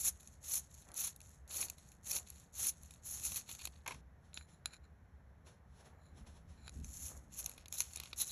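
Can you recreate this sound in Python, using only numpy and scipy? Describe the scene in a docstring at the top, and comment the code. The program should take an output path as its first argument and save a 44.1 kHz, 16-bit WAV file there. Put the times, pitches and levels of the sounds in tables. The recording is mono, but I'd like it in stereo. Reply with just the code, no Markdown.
"""A wooden pencil is twisted in a small metal hand sharpener, close to the microphone in a quiet room.
Each twist swells as the blade slices and tears the wood: random fibre breaks and hiss, coloured by patches.
Between twists the pencil rubs back and the shaving crackles in short bursts of noise.
The shaving knocks on a cardboard egg tray, the lead taps and slides on ringing metal, fingers brush and creak,
then the pencil goes back in for more twists. Low handling bumps and a drone with faint air lie underneath."""
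import sys
import numpy as np
from scipy import signal
from scipy.fft import rfft, irfft, next_fast_len
from scipy.io import wavfile

SR = 44100
rng = np.random.default_rng(int(sys.argv[2]) if len(sys.argv) > 2 else 0)


def persist_wave(psi):
    """Save psi, clipped to +-1, as 16-bit WAV."""
    counts = np.round(np.clip(psi, -1, 1) * 32767).astype(np.int16)
    wavfile.write(sys.argv[1], SR, np.atleast_2d(counts).T)


N = 366471
TIME = np.arange(N) / SR
BURST_S = .004  # a contact's level is its rms over this time


def from_db(db):
    """Decibels to gain."""
    return 10 ** (np.asarray(db) / 20)


def rms_one(x):
    """Scale to rms 1."""
    return x / np.sqrt(np.mean(x ** 2) + 1e-20)


def drift(rate):
    """Wandering random curve of rms 1 with about `rate` random points a second, joined by straight lines."""
    knots = rng.standard_normal(N // 8)
    return rms_one(np.interp(TIME * min(rate, 5000), np.arange(len(knots)), knots))


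def colour(spectrum, vary_db=0, size=4096):
    """Minimum-phase impulse response of unit energy with the given spectrum, each point varied by chance."""
    hz, db = np.transpose(spectrum)
    db = db + vary_db * rng.standard_normal(len(db))
    grid = np.maximum(np.arange(size // 2 + 1) * SR / size, 1)
    gain = from_db(np.interp(np.log(grid), np.log(hz), db))
    # keeping only the first half of the cepstrum puts the energy as early as possible
    cepstrum = irfft(np.log(gain))
    first_half = np.arange(size) < size // 2
    response = irfft(np.exp(rfft(2 * cepstrum * first_half)))
    return response / np.linalg.norm(response)


def low_passed(x, edge_hz=11500):
    """A steep low-pass at edge_hz."""
    return signal.sosfilt(signal.butter(10, edge_hz, fs=SR, output="sos"), x)


def ringing(modes, tilt_db=0, size=4096):
    """Unit-energy ring of a body's decaying modes; a harder contact tilts it towards the high ones."""
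    hz, width, db = np.transpose(modes)[:, :, None]
    t = np.arange(size) / SR
    strength = width * from_db(db + tilt_db * np.log2(hz / hz[0]))
    decay = np.exp(-np.pi * width * t)
    response = np.sum(strength * decay * np.cos(2 * np.pi * hz * t), axis=0)
    response = low_passed(response, edge_hz=10850)
    return response / np.linalg.norm(response)


def through(x, response):
    """Pass a signal through an impulse response."""
    return signal.oaconvolve(x, response)[:N]


def swells(rows, edge_db):
    """Gain of gestures that rise to their loudest moment and fade, edge_db lower at both ends."""
    gain = np.zeros(N)
    for start, loudest, end, db in rows:
        span = slice(max(int(start * SR), 0), int(end * SR))
        levels = [db - edge_db, db, db - edge_db]
        gain[span] += from_db(np.interp(TIME[span], [start, loudest, end], levels))
    return gain


def add(out, s, db, response, fade_s, size=1024):
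    """One contact: a short crumble of noise builds, dies and excites a body."""
    age = np.arange(size) / (SR * fade_s)
    push = rng.standard_normal(size) * np.sqrt(age) * np.exp(-age)
    hit = signal.fftconvolve(push, response)
    hit *= from_db(db) * np.sqrt(BURST_S * SR) / np.linalg.norm(hit)
    start = int(s * SR)
    out[start:start + len(hit)] += hit[:N - start]


def fractures(per_s, spread_db, hiss):
    """Fibres break at random with uneven sizes, over the smooth hiss of friction; rms 1."""
    chance = np.clip(per_s / SR * np.ones(N), 1e-4, 1)
    at = rng.random(N) < chance
    sizes = rng.laplace(0, 1, N)[at]
    breaks = np.zeros(N)
    # dividing by the root of the chance keeps sparse and dense stretches equally loud
    breaks[at] = np.sign(sizes) * from_db(spread_db * np.minimum(abs(sizes), 4)) / np.sqrt(chance[at])
    return rms_one(rms_one(breaks) + hiss * rng.standard_normal(N))


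# spectrum of the room tone: (frequency [Hz], relative level [dB per Hz])
ROOM_SPECTRUM = [(15, -37), (38, -11), (50, -8.5), (68, 4.5), (100, -9), (160, -10), (330, -25.5),
                 (700, -24.5), (1200, -30), (1800, -29.5), (2800, -45), (7000, -48), (11000, -44),
                 (14000, -69.5)]


def room_tone(side_db):
    """A low drone, alike on both sides, under faint air noise that is diffuse in the midrange."""
    mid, side = (through(rng.standard_normal(N), colour(ROOM_SPECTRUM)) for _ in range(2))
    side = signal.sosfilt(signal.butter(2, [300, 1400], "band", fs=SR, output="sos"), side)
    return from_db(-61) * (mid + from_db(side_db) * side * [[1], [-1]])


def reflections(x, tail_db):
    """A short, weak room tail of fading noise, different on each side."""
    t60_s = 0.084
    t = TIME[:SR // 2]
    tails = rng.standard_normal((2, len(t))) * from_db(-60 * t / t60_s) * (t > .003)
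    return from_db(tail_db) * np.array([through(x, tail / np.linalg.norm(tail)) for tail in tails])


# the hands bump and rumble: (start [s], loudest [s], end [s], level [dB])
HAND_BUMPS = [(3.1, 3.33, 3.36, -55), (3.88, 3.945, 4.1, -53), (6.05, 6.2, 6.54, -53),
              (6.4, 6.58, 7.7, -58), (6.73, 6.77, 6.906, -45), (6.8, 7.03, 8.4, -61.5)]
# spectrum of the bumps: (frequency [Hz], relative level [dB per Hz])
RUMBLE_SPECTRUM = [(15, -29), (35, -7.5), (68, 6), (110, -9.5), (230, -11.5), (400, -30.5), (1200, -60)]


def handling():
    """Low, soft bumps of the hands: swelling noise with a rumble's spectrum."""
    return swells(HAND_BUMPS, edge_db=15.5) * through(rng.standard_normal(N), colour(RUMBLE_SPECTRUM))


# fingers shift their grip: (start [s], loudest [s], end [s], level before the low-pass [dB])
FINGER_RUBS = [(3.87, 3.885, 4.01, -48), (4.20, 4.25, 4.44, -72), (4.46, 4.49, 4.64, -66.5),
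               (5.445, 5.47, 5.59, -59), (5.67, 5.81, 5.85, -62.5), (5.82, 5.86, 5.95, -61.5),
               (6.13, 6.18, 6.28, -61.5), (6.255, 6.27, 6.38, -60), (6.30, 6.37, 6.46, -65.5),
               (6.45, 6.50, 6.7, -66)]
# spectrum of dry skin: (frequency [Hz], relative level [dB per Hz])
SKIN_SPECTRUM = [(150, -1), (400, 10.5), (1000, 7), (2200, 1), (4000, 3), (6500, 2), (9000, 5), (10700, 9),
                 (12000, -12), (15000, -22)]
# the pencil creaks softly in the grip: (start [s], loudest [s], end [s], level [dB])
GRIP_CREAKS = [(0.85, 0.9, 1.006, -61), (1.46, 1.6, 1.75, -59), (2.08, 2.16, 2.25, -58),
               (5.42, 5.47, 5.7, -72), (5.75, 5.86, 6.2, -65.5), (6.1, 6.25, 6.66, -73),
               (7.04, 7.11, 7.3, -63.5), (7.35, 7.44, 7.9, -68)]
# spectrum of the creaks: (frequency [Hz], relative level [dB per Hz])
GRIP_SPECTRUM = [(120, -11), (300, -1.5), (600, 3), (1300, -4), (2000, -7.5), (3500, -30)]


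def fingers():
    """Dry skin brushes over wood, metal and shaving as noise; the pencil creaks in the grip by small slips."""
    skin = through(rng.standard_normal(N), low_passed(colour(SKIN_SPECTRUM)))
    slips = through(fractures(350, spread_db=1.5, hiss=.5), colour(GRIP_SPECTRUM))
    return swells(FINGER_RUBS, edge_db=24.5) * skin + swells(GRIP_CREAKS, edge_db=17.5) * slips


# the shaving lands and bounces: (time [s], rustle before trim [dB], cardboard knock before trim [dB])
SHAVING_LANDING = [(3.8619, -60, -41), (3.8774, -43.5, -38), (3.9085, -57, -42), (3.9197, -58, -44.5),
                   (3.945, -63, -54.5)]
# resonances of the egg tray: (frequency [Hz], width [Hz], relative level before tilt [dB])
CARDBOARD_MODES = [(785, 150, -14), (965, 240, 11.5), (1570, 150, 7), (2230, 300, 7.5), (2450, 198, -3),
                   (3100, 290, -19), (4230, 580, -18)]


def landing():
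    """The loose shaving rustles as it hits the tray, which answers with a hollow knock."""
    out = np.zeros(N)
    for s, rustle_db, knock_db in SHAVING_LANDING:
        rustle = low_passed(colour(SLICE_SPECTRUM, vary_db=3))
        tray = ringing(CARDBOARD_MODES, tilt_db=rng.normal(0, 2.3))
        add(out, s - .001, rustle_db + 5.5, rustle, fade_s=0.0018)
        add(out, s - .001, knock_db - 0.5, tray, fade_s=0.0039)
    return out


# the lead taps the sharpener:
# (time [s], metal ring before trim [dB], tilt [dB per octave], wooden knock [dB])
LEAD_TAPS = [(4.332, -65, 1, -64), (4.3430, -45, 10, -64), (4.374, -49, -6, -41), (4.411, -58, -5, -63),
             (4.658, -32.5, 4, -43.5), (4.735, -54, 10, -64), (6.6794, -48, 0.5, -46.5),
             (6.694, -50, 28, -57)]
# the lead slides on the metal: (start [s], loudest [s], end [s], level [dB], tilt [dB per octave])
LEAD_SLIDES = [(4.339, 4.364, 4.46, -52, 9), (4.447, 4.535, 4.6, -67, 11), (4.645, 4.664, 4.77, -62, -2),
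               (4.707, 4.737, 4.78, -54.5, 2), (4.817, 4.845, 4.89, -71.5, -1), (5.932, 6.06, 6.16, -71, 5),
               (6.568, 6.575, 6.8, -69.5, -2.5), (6.596, 6.675, 6.705, -59, 3.5)]
# resonances of the metal body: (frequency [Hz], width [Hz], relative level before tilt [dB])
SHARPENER_MODES = [(1530, 370, -2.5), (2330, 340, -6.5), (4040, 106, 6.5), (4350, 1200, -19),
                   (7070, 200, 0), (10500, 320, -3.5)]
# the graphite core grinds against the edge; a row that ends before it starts is silent:
# (start [s], loudest [s], end [s], level [dB])
LEAD_GRINDS = [(7.72, 7.785, 7.8, -53), (7.92, 8.0, 6.8, -65), (8.18, 8.213, 8.245, -37.5),
               (8.22, 8.3, 8.6, -55.5)]
# resonances of the grinding lead: (frequency [Hz], width [Hz], relative level [dB])
GRAPHITE_MODES = [(3970, 180, 17), (4403, 350, -17), (6100, 160, -15), (6860, 210, -19)]


def lead_on_metal():
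    """Taps and gritty slides of the lead ring the sharpener; in the bore the lead grinds with its own ring."""
    grit = fractures(1500, spread_db=6, hiss=0.88)
    out = swells(LEAD_GRINDS, edge_db=24) * through(grit, ringing(GRAPHITE_MODES))
    for *gesture, tilt_db in LEAD_SLIDES:
        out += swells([gesture], edge_db=21.5) * through(grit, ringing(SHARPENER_MODES, tilt_db))
    for s, ring_db, tilt_db, knock_db in LEAD_TAPS:
        add(out, s, ring_db + .5, ringing(SHARPENER_MODES, tilt_db), fade_s=.00006)
        add(out, s, knock_db, colour(TEAR_SPECTRUM), fade_s=0.0011)
    return out


def pressure(bite_s, let_go_s, build_db, fade_s):
    """Gain of one turn of the wrist: it sets in, builds to 1, fades as the wrist stops, and settles."""
    attack_s, attack_db = 0.039, 26.5  # the edge sinks into the wood
    fade_db = 26.5  # drop over the fade, as the wrist stops
    settle_s, settle_db = .09, 20  # then the shaving comes to rest
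    stopped_s = let_go_s + fade_s
    times = [bite_s - attack_s, bite_s, let_go_s, stopped_s, stopped_s + settle_s]
    levels = [-build_db - attack_db, -build_db, 0, -fade_db, -fade_db - settle_db]
    gain = np.zeros(N)
    span = slice(max(int(times[0] * SR), 0), int(times[-1] * SR))
    gain[span] = from_db(np.interp(TIME[span], times, levels))
    return gain


# the wrist twists the pencil against the blade, levels on letting go and before the blade's trims:
# (bite [s], let go [s], slicing [dB], tearing [dB], build-up [dB], fade [s])
WRIST_TWISTS = [(0.0, 0.086, -29, -49.5, 10, .028), (0.444, 0.572, -28, -48.5, 19, 0.037),
                (0.976, 1.077, -37, -51.5, 1, .045), (1.517, 1.621, -35, -47.5, 7.5, .1),
                (2.067, 2.171, -30.5, -46, 13, .04), (2.564, 2.693, -31, -47, 13, .03),
                (3.063, 3.215, -44.5, -64.5, -3, .05), (3.234, 3.278, -35.5, -50.5, 2, 0.082),
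                (3.313, 3.379, -35.5, -47, 9.5, .05), (3.49, 3.534, -47, -57, -1, .09),
                (3.589, 3.656, -48.5, -55, 5, 0.058), (6.85, 7.075, -43, -67, 12, 0.15),
                (7.388, 7.402, -35, -54.5, 1, 0.034), (7.74, 7.815, -42.5, -62, 1.5, 0.0596),
                (8.199, 8.218, -28.5, -51, 2.5, .04), (8.25, 8.31, -40.5, -67, 7.5, .04)]
# the pencil turns lightly in the bore, without cutting, levels at the start and before the blade's trims:
# (start [s], end [s], slicing [dB], tearing [dB])
LIGHT_RETURNS = [(0.2, 0.333, -62, -72.5), (0.71, 0.87, -61.5, -71), (1.238, 1.35, -60, -79),
                 (1.78, 1.93, -63.5, -73), (2.27, 2.43, -59.5, -67.5), (2.827, 2.962, -61, -71),
                 (3.73, 3.779, -68.5, -69), (6.73, 6.831, -65.5, -72), (7.329, 7.526, -54, -64.5),
                 (7.58, 7.61, -67.5, -63), (7.83, 7.95, -50, -62), (7.971, 8.1, -58.5, -58.5)]


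def wrist():
    """Slicing and tearing gain of all twists and of the light returns between them."""
    sag_db, return_fade_s = 4.5, 0.11  # a return slackens by the sag from start to end
    returns = [(start, end, slice_db - sag_db, tear_db - sag_db, -sag_db, return_fade_s)
               for start, end, slice_db, tear_db in LIGHT_RETURNS]
    slicing, tearing = np.zeros((2, N))
    for bite_s, let_go_s, slice_db, tear_db, build_db, fade_s in list(WRIST_TWISTS) + returns:
        gain = pressure(bite_s, let_go_s, build_db, fade_s)
        slicing = np.maximum(slicing, from_db(slice_db) * gain)
        # tearing follows the pressure a little less than in proportion
        tearing = np.maximum(tearing, from_db(tear_db) * gain ** 0.94)
    return slicing, tearing


def crumbs(size=8):
    """Small random snaps over each return and rips late in each twist: rows of (time, crack, knock)."""
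    spread_db = 3
    crumbs_per_s, crumb_db, crumb_knock_db = 15, 2.5, 1.5  # levels over the slicing and the tearing
    rips, rip_s, rip_db, rip_knock_db = 3, .06, -8, -2.5  # per twist, in its last moments
    rows = []
    for start, end, slice_db, tear_db in LIGHT_RETURNS:
        times = start + np.cumsum(rng.exponential(1 / crumbs_per_s, size))
        sizes_db = spread_db * rng.standard_normal(size)
        for s, db in zip(times, sizes_db):
            if s < end:
                rows.append((s, slice_db + crumb_db + db, tear_db + crumb_knock_db + db))
    for bite_s, let_go_s, slice_db, tear_db, *_ in WRIST_TWISTS:
        times = let_go_s - rip_s * rng.random(rips)
        sizes_db = spread_db * rng.standard_normal(rips)
        for s, db in zip(times, sizes_db):
            if bite_s < s < TIME[-1]:
                rows.append((s, slice_db + rip_db + db, tear_db + rip_knock_db + db))
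    return rows


# the loud splinters: (time [s], bright crack before trim [dB], woody knock before trim [dB])
LOUD_SNAPS = [(0.2064, -53, -65.5), (0.274, -48, -65), (0.5556, -30, -68), (0.8876, -53, -66),
              (0.9169, -50, -61.5), (0.942, -44.5, -74), (1.1618, -48.5, -68), (1.2043, -54, -60),
              (1.2153, -51, -65), (1.4773, -56, -67), (1.6274, -48, -42.5), (1.6842, -50, -50.5),
              (1.6994, -37, -50), (1.7832, -55, -62), (2.1154, -27, -60), (2.2858, -54, -72),
              (2.3018, -43, -64), (2.669, -27.5, -58), (2.833, -52, -69), (2.908, -50.5, -58),
              (3.06, -46, -66), (3.3604, -34, -50), (3.4909, -52, -50), (3.5137, -44, -50),
              (3.5507, -47, -54), (3.5916, -49, -53.5), (3.6532, -34.5, -43), (3.6726, -44.5, -44.5),
              (6.8446, -46.5, -59), (7.4607, -32.5, -49.5), (7.4945, -44, -57), (7.579, -50, -53.5),
              (7.6581, -55, -52), (7.6826, -48, -62), (7.7253, -37, -48.5), (7.7842, -34, -53),
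              (7.8045, -24.5, -38.5), (7.819, -40, -49.5), (7.9593, -35, -49.5), (7.972, -42, -48),
              (8.0, -40, -43), (8.035, -47.5, -48.5), (8.1303, -52, -40.5), (8.216, -31, -54)]


def splinters():
    """Single snaps of the shaving and crumbs of lead, no two alike; the low-pass opens for loud cracks."""
    out = np.zeros(N)
    for s, crack_db, knock_db in list(LOUD_SNAPS) + crumbs():
        edge_hz = np.interp(crack_db, [-50, -28], [11500, 13200])
        crack = low_passed(colour(SLICE_SPECTRUM, vary_db=3.5), edge_hz)
        add(out, s - .0004, crack_db - .5, crack, fade_s=0.0011)
        add(out, s - .0004, knock_db + 0.181, colour(TEAR_SPECTRUM, vary_db=1.5), fade_s=0.0019)
    return out


def splintering(per_s, spectrum, spread_db, hiss, vary_db, count):
    """Patches of fibre, each with a colour of its own, take turns at the edge; rms 1."""
    mix = np.zeros(N)
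    for _ in range(count):
        patch = through(fractures(per_s / count, spread_db, hiss), colour(spectrum, vary_db))
        mix += from_db(3.47 * drift(70)) * patch
    return rms_one(mix)


# bright slicing, also the snaps and the rustle: (frequency [Hz], relative level [dB per Hz])
SLICE_SPECTRUM = [(2500, -45), (4400, -20), (5300, -19), (6300, -7), (7200, -8), (8200, -8.5), (9100, -10),
                  (9900, -3.5), (10700, 0), (11400, -5.5), (12200, -12.5), (13500, -21), (14800, -26),
                  (15800, -36)]
# tearing wood, also the woody knocks: (frequency [Hz], relative level [dB per Hz])
TEAR_SPECTRUM = [(100, -6.5), (300, -8), (600, -10), (1050, -7), (1400, -11), (1850, -13), (2500, 3.5),
                 (3050, -7), (3800, 2), (4500, 2.5), (5500, -10), (8000, -30)]
# tearing once the long shaving is gone and the edge reaches the lead:
# (frequency [Hz], relative level [dB per Hz])
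BARE_TEAR_SPECTRUM = [(100, -20), (300, -18), (700, -7.5), (1050, -5), (1900, -13), (2500, -2), (3050, -4),
                      (3800, -2.5), (4500, -1), (5500, -4), (8000, -38)]
# resonances of the curled shaving: (frequency [Hz], width [Hz], relative level [dB])
SHAVING_MODES = [(6720, 230, -4), (8270, 580, -2), (10020, 860, -4)]


def blade():
    """The edge catches and slips through the grain; the harder it cuts, the denser the fractures."""
    slicing, tearing = wrist()
    bare = TIME > 6.5  # from here on the sharpener is bare of the long shaving
    catching = rms_one(from_db(1.1 * drift(420) + 0.72 * drift(110)))
    force = slicing / from_db(-34.5)
    per_s = 5000 * force ** .45
    full_band = splintering(per_s, SLICE_SPECTRUM, spread_db=3.0, hiss=0.93, vary_db=4.5, count=3)
    low_band = low_passed(splintering(per_s, SLICE_SPECTRUM, spread_db=4.5, hiss=.7, vary_db=4.0, count=1))
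    # crossfade from the low-passed layer to the full-band one as force rises
    blend = np.clip(force / .4, 0, 1) ** 2
    bright = np.sqrt(blend) * full_band + np.sqrt(1 - blend) * low_band
    full_tear = splintering(0.24 * per_s, TEAR_SPECTRUM, spread_db=0.5, hiss=0.39, vary_db=5.0, count=3)
    bare_tear = splintering(0.27 * per_s, BARE_TEAR_SPECTRUM, spread_db=1.5, hiss=0.74, vary_db=1.5, count=2)
    woody = tearing * np.where(bare, bare_tear, full_tear)
    # the curled shaving rings along, in fits and starts
    curl_ring = through(fractures(per_s, spread_db=3.5, hiss=0.63), ringing(SHAVING_MODES))
    curl = from_db(-46.5 + 2.3 * drift(25)) * force ** 0.67 * curl_ring
    return catching * (from_db(-1.5) * slicing * bright + from_db(-2.2) * woody + curl)


def scene():
    """Pencil, shaving, lead and fingers sound close by with a weak room tail; bumps and room tone stay dry."""
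    close = blade() + splinters() + landing() + lead_on_metal() + fingers()
    room = reflections(close, tail_db=-18)
    return close + room + handling() + room_tone(side_db=-1.0)


# phase between the two sides: (frequency [Hz], phase by which left leads [rad])
SIDE_PHASE = [(0, 0.0), (1900, 0.01), (4100, 0.81), (4600, 1.86), (4900, 3.15), (5300, 5.78), (6200, 6.43),
              (8400, 9.18), (9500, 9.52), (10700, 10.87), (11800, 12.49), (13600, 12.58), (14700, 14.58)]


def record(dry):
    """The right side is turned in phase against the left, more and more in the treble; near 9 kHz the two sides
    are opposite; the top is cut."""
    size = next_fast_len(N + SR)
    hz, radians = np.transpose(SIDE_PHASE)
    lag = np.interp(np.arange(size // 2 + 1) * SR / size, hz, radians)
    right = irfft(rfft(dry[1], size) * np.exp(-1j * lag), size)[:N]
    top_cut = signal.cheby2(14, 70, 16500, fs=SR, output="sos")  # 70 dB down from 16.5 kHz
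    return signal.sosfilt(top_cut, [dry[0], right])


dry = scene()
out = record(dry)
persist_wave(out)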